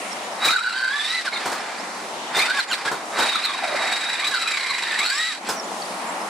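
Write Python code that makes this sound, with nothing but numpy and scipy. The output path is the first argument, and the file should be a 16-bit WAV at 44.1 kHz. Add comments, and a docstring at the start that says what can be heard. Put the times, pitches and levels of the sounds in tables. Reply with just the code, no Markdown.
"""Whining, rattling bursts of a toy crawler truck on wet stones, over a creek and far birds; stereo, close.
Gear teeth whine at the mesh rate, and their impacts ring the casing, cover and motor can in throbs.
Tyres scrabble as grainy noise and knock on stone as fading noise; a short gliding squeak marks the stop.
The creek is flickering bands of noise plus gliding bubbles; the birds are short near-sine slurs.
Creek, birds and squeak are heard fainter while the truck is loud."""
import sys
import numpy as np
from scipy import signal
from scipy.fft import rfft, irfft, next_fast_len
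from scipy.io import wavfile
from scipy.ndimage import uniform_filter1d

SR = 44100
rng = np.random.default_rng(int(sys.argv[2]) if len(sys.argv) > 2 else 0)


def persist_wave(psi):
    """Save psi, clipped to +-1, as 16-bit WAV."""
    counts = np.round(np.clip(psi, -1, 1) * 32767).astype(np.int16)
    wavfile.write(sys.argv[1], SR, np.atleast_2d(counts).T)


N = 277389
T = np.arange(N) / SR
GEAR_TEETH, PINION_TEETH = 44, 13

# gear mesh, one table a pull of the throttle: time_s, mesh_hz, tooth_force_db,
# even_overtones_db and third_overtone_db (both over the tooth force)
MESH_PULLS = [
    [(.478, 1170, -14, -10, -13), (.51, 1284, -13, -16, -19), (.55, 1500, -17, -11, -21),
     (.595, 1330, -22, -30, -28), (.63, 1501, -24, -10, -20), (.68, 1500, -22.5, -10, -14),
     (.718, 1390, -27, -12, -16), (.77, 1569, -24, -5, -13.5), (.88, 1529, -22.5, -10, -15),
     (.95, 1721, -25.5, -6.5, -20), (1.01, 1750, -31.5, 6, -17), (1.07, 1814, -31, 0.5, -11),
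     (1.15, 2030, -20.5, -12.5, -7), (1.215, 1936, -28.5, -9, -21)],
    [(1.255, 1800, -27, -5, -12), (1.292, 1380, -24.5, -5, -11)],
    [(1.33, 2200, -23, -11, -14), (1.352, 2020, -38.5, 3, -14), (1.366, 2207, -28, -15, -16),
     (1.395, 1870, -31, -3, -20)],
    [(2.35, 800, -29, 5, -17), (2.41, 1120, -23, 1.5, -3), (2.46, 1355, -26, -8, -29),
     (2.51, 1500, -22, -6, -14), (2.55, 1690, -25, -16, -20), (2.585, 1661, -18, -13, -16),
     (2.612, 1340, -20.5, -13, -7)],
    [(2.711, 1599, -9.5, -1, -17), (2.742, 1290, -24, -7, -9)],
    [(2.865, 1646, -29, -1, -14), (2.89, 1650, -20, -13, -19)],
    [(3.19, 1598, -16, -6, -24), (3.24, 1464, -27, -5, -8)],
    [(3.32, 1130, -33, 2, -6), (3.36, 1260, -21.5, -17, -2), (3.41, 1138, -31, -15, -15),
     (3.445, 1450, -31, 1, 0.5), (3.48, 1200, -25.5, -14, -1.5), (3.57, 1000, -30.5, -14, -14),
     (3.63, 800, -33.5, 4, -4), (3.7, 618.6, -30, -6, -18), (3.85, 636.4, -34.5, -6, 5),
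     (3.97, 860, -37.5, -1.5, -8), (4.17, 860, -35.5, 7, -3), (4.27, 1252, -26.5, -5, -6)],
    [(4.315, 1724, -20, -21, -13), (4.37, 1400, -28, -2, -12), (4.49, 1310, -29, -4, -15),
     (4.55, 1201, -35.5, 5, -8), (4.6, 1099, -34, 1, -10), (4.66, 1048, -28, -2, -8),
     (4.77, 1015, -27, -4, -7), (4.84, 950, -32.5, 3, -3), (4.94, 900, -35, 9.5, 2),
     (5.0, 1040, -22.5, -4, -12), (5.05, 1331, -26.5, 0, -5.5), (5.12, 1611, -27, -18, -3),
     (5.17, 1800, -23, -16, -9), (5.2, 1885, -23, -3.5, -16), (5.29, 1986, -24.5, -10, -16),
     (5.37, 1450, -37, -18, -14)],
]
# how well the gearbox radiates a tone: pitch_hz, gain_db
GEARBOX_RADIATION = [(600, 2), (1000, -8), (1500, 0.5), (1780, -1.5), (2000, -0.5), (2400, 6), (3000, -11),
                     (3600, 0), (4050, 5), (4450, 3.5), (4850, -6.5), (5500, -3), (6200, -35)]
# motor tones at two and four thirds of the mesh rate: level_db over the tooth force
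MOTOR_TONES_DB = [-9, -16]
FOURTH_DB = -14  # fourth overtone over the second


def whine(throb):
    """Tooth mesh tone with harmonics that blur the higher they lie, coloured by the gearbox."""
    (hz, force_db, even_db, third_db), on = played(MESH_PULLS)
    # slow, loaded teeth grind and flutter; fast, free ones sing
    clean = np.clip((hz - 850) / 950, .4, .85)
    rough = 1 - clean
    flutter = rough * (.022 * walk(40) + .03 * walk(200))
    turn = 2 * np.pi * np.cumsum(hz * (1 + flutter)) / SR
    noise = rng.standard_normal(N)

    mesh = 0.85 * np.sqrt(clean) * np.sin(turn) + 1.05 * rough * narrow(noise, turn, 140.)
    out = undb(2.5 * walk(60)) * mesh
    # an off-centre big gear swells the mesh tone once a turn
    out *= 1 + np.minimum(1.4 * rough, .45) * np.sin(turn / GEAR_TEETH + .8 * walk(12))

    second = 1.05 * clean ** 2 * np.sin(2 * turn)
    second += (1.05 - .6 * clean) * narrow(noise, 2 * turn, 220.)
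    out += undb(even_db + 1.8 * walk(70)) * second
    third = .35 * clean * np.sin(3 * turn) + 1.05 * narrow(noise, 3 * turn, 330.)
    out += undb(third_db + 1.5 * walk(60)) * third
    out += undb(even_db + FOURTH_DB + 4 * walk(50)) * narrow(noise, 4 * turn, 260.)

    # the pinion chops tone and overtones into short beads
    out *= 1 + np.minimum(2.4 * rough, .7) * np.sin(turn / PINION_TEETH + 1.1 * walk(40))
    out = colour(out * undb(force_db), GEARBOX_RADIATION)

    # the motor tones hum loudest near one speed
    hum = 1 + np.exp(-((hz - 1780) / 110) ** 2)
    for thirds, db in zip((2, 4), MOTOR_TONES_DB):
        motor = np.sin(thirds / 3 * turn)
        out += undb(force_db + db + 2 * walk(70)) * clean ** 4 * motor * hum
    return out * throb ** .6 * on


# louder throbs of the gear train, many in a regular run: time_s, level_db (relative)
LOUD_THROBS = [(.434, -9), (0.45, 0), (0.48, -2.5), (0.504, -5.5), (0.529, -11.5), (0.587, -13),
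               (0.778, -17), (0.806, -17), (.84, -15), (1.044, -10.5), (1.079, -12), (1.368, -16),
               (2.351, -12), (2.391, -2.5), (2.416, -4), (2.498, -9), (2.593, -7.5), (2.733, -5.5),
               (2.854, -8), (2.877, -8.5), (3.226, -4), (3.261, -5.5), (3.35, -11), (3.448, -8),
               (3.638, -10), (3.759, -11), (3.82, -10.5), (3.87, -10.5), (3.92, -6), (3.961, -9),
               (4.007, -10.5), (4.133, -10.5), (4.244, -7.5), (4.269, -6), (4.34, -7.5), (4.416, -7),
               (4.476, -7), (4.509, -6.5), (4.539, -10), (4.57, -9), (4.602, -12), (4.632, -12.5),
               (4.664, -12), (4.7, -11.5), (4.74, -11.5), (4.783, -9.5), (4.823, -10.5), (4.872, -14),
               (4.915, -10), (4.989, -5), (5.057, -7.5)]
# throb once a turn of the big gear, over the steady rattle
TIGHT_SPOT_DB, TIGHT_SCATTER_DB = 3.5, 1.


def throbbing(rest_db, mesh_hz):
    """Rattle envelope: swells at big-gear turns and at timed louder throbs, fast up and slower down."""
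    gear_turns = np.cumsum(mesh_hz * (1 + 0.04 * walk(20))) / SR / GEAR_TEETH
    turns = np.flatnonzero(np.diff(np.floor(gear_turns)))
    powers = np.zeros(N)
    scatter_db = TIGHT_SCATTER_DB * rng.standard_normal(len(turns))
    powers[turns] = undb(rest_db[turns] + TIGHT_SPOT_DB + scatter_db) ** 2
    for s, db in LOUD_THROBS:
        i = int((s - .009) * SR)
        powers[i - 900:i + 900] = 0  # a louder throb replaces the swells that start within 20 ms of it
        powers[i] = undb(db - 10.0) ** 2
    u = np.arange(int(.05 * SR)) / SR / .014  # the swell peaks after 14 ms
    swell = (u * np.exp(1 - u)) ** 6
    swells = np.abs(signal.fftconvolve(powers, swell)[:N])
    return np.sqrt(undb(rest_db) ** 2 + swells)


# rings of the casing: pitch_hz, width_hz, level_db (relative)
CASING_RINGS = [(1930, 1000, -5), (2023, 110, -9), (2357, 132, -7.5), (4400, 100, -12), (9300, 100, -44)]
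# rings of the motor can: pitch_hz, width_hz
CAN_RINGS = [(7350, 240), (7770, 300)]
# how hard the can rings: time_s, level_db (relative)
CAN_STRENGTH = [(.45, -16), (.6, -13), (1.05, -15), (1.2, -24), (3.0, -20), (3.25, -19), (3.75, -20),
                (3.9, -12.5), (4.9, -14), (5.15, -5.5), (5.35, -12)]
# ring of the gear cover: time_s, pitch_hz, level_db (relative)
COVER_RING = [(.5, 3830, -9), (.59, 3830, -4.5), (.63, 3940, -9), (.9, 3850, -16), (1.3, 3860, -21),
              (1.37, 3750, -4), (1.42, 3900, -66), (2.33, 3680, -27), (2.355, 3647, -10), (2.75, 3690, -29),
              (3.25, 3810, -10), (3.4, 3810, -12), (3.52, 3740, -14), (3.58, 3795, -14),
              (3.72, 3820, -16.5), (4., 3830, -7.5), (4.55, 3904, -12), (4.62, 3910, -13), (4.7, 3920, -8),
              (4.88, 3887, -21), (5.04, 3900, -15.5), (5.16, 3808, -23), (5.4, 3900, -13),
              (5.44, 3900, -39)]
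# broad hiss of the tooth impacts: pitch_hz, level_db (relative, per Hz)
IMPACT_HISS = [(1500, -65), (2500, -12), (4500, -11), (6500, -22), (9000, -24.5), (12000, -40.5),
               (15500, -114)]
LABOUR_DB_PER_KHZ = 4  # the casing rings harder as the gears slow under load
BRUSH_SPLIT_HZ, BRUSH_DB = 8760, 5.5  # lift of brush hiss and high rings above the split


def gearbox_rattle(env, throb, mesh_hz):
    """Tooth impacts ring the casing, motor can and gear cover over a broad hiss."""
    hits = grainy(.7, 900) * undb(1.5) * env
    ring = sum(undb(db) * band(hits, f - w / 2, f + w / 2) for f, w, db in CASING_RINGS)
    ring *= undb(LABOUR_DB_PER_KHZ * (1500 - mesh_hz) / 1000)
    can = sum(band(hits, f - w / 2, f + w / 2) for f, w in CAN_RINGS)
    ring += undb(np.interp(T, *np.transpose(CAN_STRENGTH))) * throb ** 0.85 * can
    # the gear cover flexes under load, so its ring shifts and breaks up
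    (cover_hz, cover_db), _ = played([COVER_RING])
    turn = 2 * np.pi * np.cumsum(cover_hz * (1 + .007 * walk(90))) / SR
    cover = undb(cover_db + 1.5 * walk(50)) * throb ** .7 * narrow(hits, turn, 210.0)
    rattle = undb(2.5) * ring + cover + undb(7.5) * colour(hits, IMPACT_HISS)
    return rattle + (undb(BRUSH_DB) - 1) * band(rattle, BRUSH_SPLIT_HZ, 21000.0)


# tyre scrabble: pitch_hz, level_db (relative, per Hz)
TYRE_GRIT = [(50, -50), (120, -19.5), (250, -0.5), (500, 0.5), (800, 8.5), (1600, 4.5), (2500, -2.5),
             (4000, -45)]


def tyre_scrabble(grit_db, throb):
    """Tyres scrape wet stone: grainy noise that throbs slightly with the gears."""
    grit = level(colour(grainy(0.36, 500), TYRE_GRIT), -7.5)
    return grit * undb(grit_db) * throb ** 0.16


# load on the truck, one table a burst: time_s, steady_rattle_db, tyre_scrabble_db (both relative)
LOAD_BURSTS = [
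    [(.38, -38, -36), (.44, -17, -15.5), (.594, -31, -35.5), (.93, -29.5, -32.5), (1.072, -23, -33),
     (1.194, -28.5, -33), (1.235, -30, -33)],
    [(1.245, -23.5, -27), (1.285, -30, -32), (1.305, -40, -37), (1.33, -28, -25), (1.5, -29.5, -25.5),
     (1.6, -32, -26.5), (2.1, -44, -35)],
    [(2.3, -46, -31), (2.36, -15.5, -19), (2.46, -22.5, -22), (2.52, -26, -27), (2.588, -20.5, -24.5),
     (2.635, -30, -35), (2.655, -48, -31), (2.685, -29, -28.5), (2.71, -30, -25), (2.93, -31, -31.5),
     (3.05, -44, -33)],
    [(3.12, -38, -32), (3.19, -17.5, -13.5), (3.35, -25, -27.5), (3.57, -28.5, -28.5), (3.84, -21.5, -21),
     (4.02, -24.5, -29), (4.8, -26, -32.5), (5.03, -22.5, -25.5), (5.12, -22.5, -36), (5.2, -24, -32.5),
     (5.31, -25.5, -41), (5.39, -39, -32)],
    [(5.43, -46, -51), (5.472, -26, -31.5), (5.62, -65, -32.5)],
]
TRUCK_PAN_DB = -1.5  # left over right


def truck():
    """Gear whine, gearbox rattle and tyre scrabble, burst by burst, slightly right of centre."""
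    (rest_db, grit_db), on = played(LOAD_BURSTS)
    mesh_hz = played(MESH_PULLS)[0][0]
    env = throbbing(rest_db, mesh_hz)
    throb = env / uniform_filter1d(env, size=3000)
    rough = gearbox_rattle(env, throb, mesh_hz) + tyre_scrabble(grit_db, throb)
    sound = whine(throb) + rough * on
    return wide(sound, 0.98) * undb(np.array([[TRUCK_PAN_DB], [-TRUCK_PAN_DB]]) / 2)


# bumps of tyres and chassis on stone: start_s, level_db (relative), treble_db (crack over thud)
STONE_KNOCKS = [(0.45, -8, -3), (1.25, -30, -11), (1.456, -11.5, -8), (1.491, -30, -7),
                (1.517, -18.5, -4.5), (2.366, -7.5, -5), (2.71, -21.5, 0), (2.852, -10.5, -46),
                (2.913, -11.5, -11), (3.186, -7.5, -9), (3.702, -30, -20), (4.277, -19.5, -6),
                (5.487, -10.5, -3)]
# dull thud of the stones: pitch_hz, level_db (relative, per Hz)
STONE_THUD = [(40, 0), (120, -10), (400, 2), (900, 5.5), (1600, 3.5), (3000, -40)]
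KNOCK_T60_S = 0.24


def knocks():
    """Each bump is a dull thud and a bright crack of noise, fading exponentially."""
    low, high = np.zeros(N), np.zeros(N)
    t = np.arange(int(.2 * SR)) / SR
    for s, db, treble_db in STONE_KNOCKS:
        i = int(s * SR)
        fade = (1 - np.exp(-t / 0.0012)) * undb(db - 12.5 - 60 * t / KNOCK_T60_S)
        low[i:i + len(t)] += fade
        high[i:i + len(t)] += fade * undb(treble_db)
    thud = level(colour(rng.standard_normal(N), STONE_THUD), 0) * low
    crack = level(band(rng.standard_normal(N), 2540.0, 9050.0), 0) * high
    return wide(thud, 0.87) + wide(crack, 0.73)


# squeak and bird slurs: start_s, length_s, pitch_hz, glide_octaves, level_db (relative)
SLURS = [(0.108, 0.031, 5480, -0.043, -39), (0.229, 0.048, 6950, 0., -45), (0.314, 0.025, 5600, .28, -45),
         (1.59, 0.029, 5350, 0.088, -36), (1.701, 0.078, 4480, -0.033, -52),
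         (1.77, 0.047, 4930, 0.43, -38.5), (2.67, 0.067, 7100, -0.032, -32),
         (3.019, 0.16, 7970, -0.077, -89), (5.483, 0.03, 5230, -0.08, -24.5),
         (5.556, 0.056, 5670, -0.15, -37), (5.628, 0.034, 7100, -.1, -45), (5.819, .012, 4500, 0., -37.5),
         (5.852, 0.014, 4720, -0.2, -43), (5.88, .016, 4080, -0.027, -45),
         (5.899, 0.015, 4820, -0.22, -41.5), (5.935, 0.01, 4250, .24, -42), (6.072, 0.058, 7500, 0.11, -47),
         (6.2, 0.041, 5220, 0.22, -45)]
# the one short squeak as the truck stops, at 5.48 s: same columns
STOP_SQUEAK = SLURS[8:9]


def squeak():
    """A short squeak as the truck stops: one near-sine slur gliding slightly down."""
    return slurred(STOP_SQUEAK)


# rush of the creek: pitch_hz, level_db (relative, per Hz)
CREEK_RUSH = [(15, -81), (25, -51), (66, -106), (136, -37), (183, -5.5), (495, -6), (762, 0), (1080, -1.5),
              (1570, -8), (1850, -6), (3090, -13.5), (5580, -16), (9810, -21), (12500, -32.5),
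              (15500, -126)]
# how alike the creek is on the two sides: pitch_hz, likeness (0 to 1)
SIDE_LIKENESS = [(60, .6), (130, 1), (300, 0.92), (700, 1), (1400, 0.1), (3000, 0.19), (15000, 0.2)]
CREEK_DB = -43  # rush at 200-450 Hz, before the ducking and the microphone


def creek():
    """Rush in flickering half-octave noise bands, bass alike on both sides, with gurgling bubbles."""
    rush, swell = 0, walk(1.0)
    for hz in 40 * 2 ** np.arange(1, 8.6, .5):
        mid, side = (band(grainy(0.76, 700), hz * 0.77, hz * 1.16) for _ in range(2))
        alike = np.clip(along(SIDE_LIKENESS, hz), 0, .99)
        gain = undb(0.2 * swell + 1.5 * walk(5.5))
        spread = np.sqrt(1 - alike) * side * np.array([[1], [-1]])
        rush = rush + gain * (np.sqrt(1 + alike) * mid + spread)
    rush = colour(rush, CREEK_RUSH)
    rush = rush / np.sqrt(np.mean(band(rush.mean(axis=0), 200., 450.) ** 2))
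    bubbles = np.zeros(N + SR)
    for when, pitch, size in rng.random((900, 3)):
        hz, i = 500 * 2 ** (1.4 * pitch), int(when * N)
        t = np.arange(int(12 / hz * SR)) / SR
        # a bubble rings a few cycles and glides up
        tone = np.sin(2 * np.pi * hz * t * (1 + 0.0241 * hz * t))
        bubbles[i:i + len(t)] += undb(-14 * size) * np.exp(-t * hz / 5.4) * tone
    return (rush + wide(level(bubbles[:N], 0.32), 0.37)) * undb(CREEK_DB)


# far birds, all the slurs but the squeak: start_s, length_s, pitch_hz, glide_octaves, level_db (relative)
BIRD_NOTES = SLURS[:8] + SLURS[9:]


def birds():
    """Far birds twitter in short near-sine slurs, most gliding through their pitch."""
    return slurred(BIRD_NOTES)


def slurred(notes):
    """Near-sine slurs under rounded envelopes, with a fluttering level."""
    out = np.zeros(N)
    for s, length, hz, octaves, db in notes:
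        i, u = int(s * SR), np.linspace(-1, 1, int(length * SR))
        tone = np.sin(2 * np.pi * np.cumsum(hz * 2 ** (octaves * u / 2)) / SR)
        out[i:i + len(u)] += undb(db) * np.sqrt(1 - u ** 2) * tone
    return wide(out * undb(4.5 * walk(400)), .8)


def ducking(loud, knee_db, depth, hold_s):
    """Background gain: falls with the recent power of the loud sound, recovers when that stops."""
    keep = np.exp(-1 / (hold_s * SR))
    power = signal.lfilter([1 - keep], [1, -keep], np.mean(loud ** 2, axis=0))
    return (1 + power / undb(2 * knee_db)) ** -depth


def wide(x, share):
    """Stones and water scatter a share of the sound differently to each side, the treble most."""
    taps = rng.standard_normal(3000) * np.exp(-np.arange(3000) / 1000.)
    taps = signal.lfilter([1, -.6], [1], taps)
    side = share * signal.fftconvolve(x, taps / np.sqrt(np.sum(taps ** 2)))[:N]
    return np.array([x + side, x - side])


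def narrow(x, turn, width_hz):
    """Noise squeezed into a line that follows the phase turn; rms near 1 for white x of rms 1."""
    sos = signal.butter(2, width_hz / 2, fs=SR, output="sos")
    slow = signal.sosfilt(sos, x * np.exp(-1j * turn)) * np.sqrt(SR / width_hz)
    return np.real(slow * np.exp(1j * turn))


def grainy(spike_db, per_s):
    """Noise whose loudness jumps grain by grain."""
    k = int(SR / per_s)
    sizes = undb(spike_db * rng.exponential(size=N // k + 1))
    return rng.standard_normal(N) * np.repeat(sizes, k)[:N]


def walk(rate):
    """Random levels held 1 / rate s and slewed twice; spread near 1."""
    k = int(SR / rate)
    steps = np.repeat(rng.standard_normal(N // k + 1), k)
    return 1.6 * uniform_filter1d(uniform_filter1d(steps, k), k)[:N]


def played(tables):
    """Columns of several tables sample by sample, and a gate that is open inside them."""
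    rows = np.concatenate([np.array(table) for table in tables])
    on = sum((T > table[0][0]) & (T < table[-1][0]) for table in tables)
    return [np.interp(T, rows[:, 0], c) for c in rows.T[1:]], uniform_filter1d(1. * on, size=800)


def colour(x, table):
    """Shape a signal by (Hz, dB) points."""
    size = next_fast_len(N)
    gains = undb(along(table, np.fft.rfftfreq(size, 1 / SR)))
    return irfft(rfft(x, size) * gains, size)[..., :N]


def along(table, hz):
    """Value of (Hz, value) points on a log-frequency axis."""
    f, v = np.transpose(table)
    return np.interp(np.log(hz + 1), np.log(f), v)


def band(x, lo_hz, hi_hz):
    """Keep the part of a sound between two frequencies."""
    edges = [lo_hz, min(hi_hz, .45 * SR)]
    return signal.sosfilt(signal.butter(2, edges, "band", fs=SR, output="sos"), x)


def level(x, db):
    """Scale a signal to an rms level in dB."""
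    return x * undb(db) / np.sqrt(np.mean(x ** 2))


def undb(db):
    """Amplitude factor of a level in dB."""
    return 10 ** (np.asarray(db) / 20)


def scene():
    """The truck and its knocks up close, over the ducked squeak, creek and birds."""
    near = truck()
    faint = squeak() + creek() + birds()
    return near + knocks() + ducking(near, knee_db=-33, depth=.8, hold_s=.05) * faint


# left-right balance by pitch, lows leaning left: pitch_hz, left_over_right_db (each side takes half)
SIDE_BALANCE = [(250, 0.6), (700, 3), (1200, 0.1), (12000, -0.5)]
TOP_HZ = 15720


def record(dry):
    """A stereo microphone: sides balanced by pitch, loud peaks rounded, bass thinned, top cut."""
    pair = [colour(x, np.array(SIDE_BALANCE) * [1, side / 2]) for x, side in zip(dry, (1, -1))]
    rounded = np.tanh(5.2 * np.array(pair)) / 4.
    thin = signal.sosfilt(signal.butter(4, 105., "high", fs=SR, output="sos"), rounded)
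    return signal.sosfilt(signal.ellip(12, .2, 70, TOP_HZ, fs=SR, output="sos"), thin)


dry = scene()
out = record(dry)
persist_wave(out)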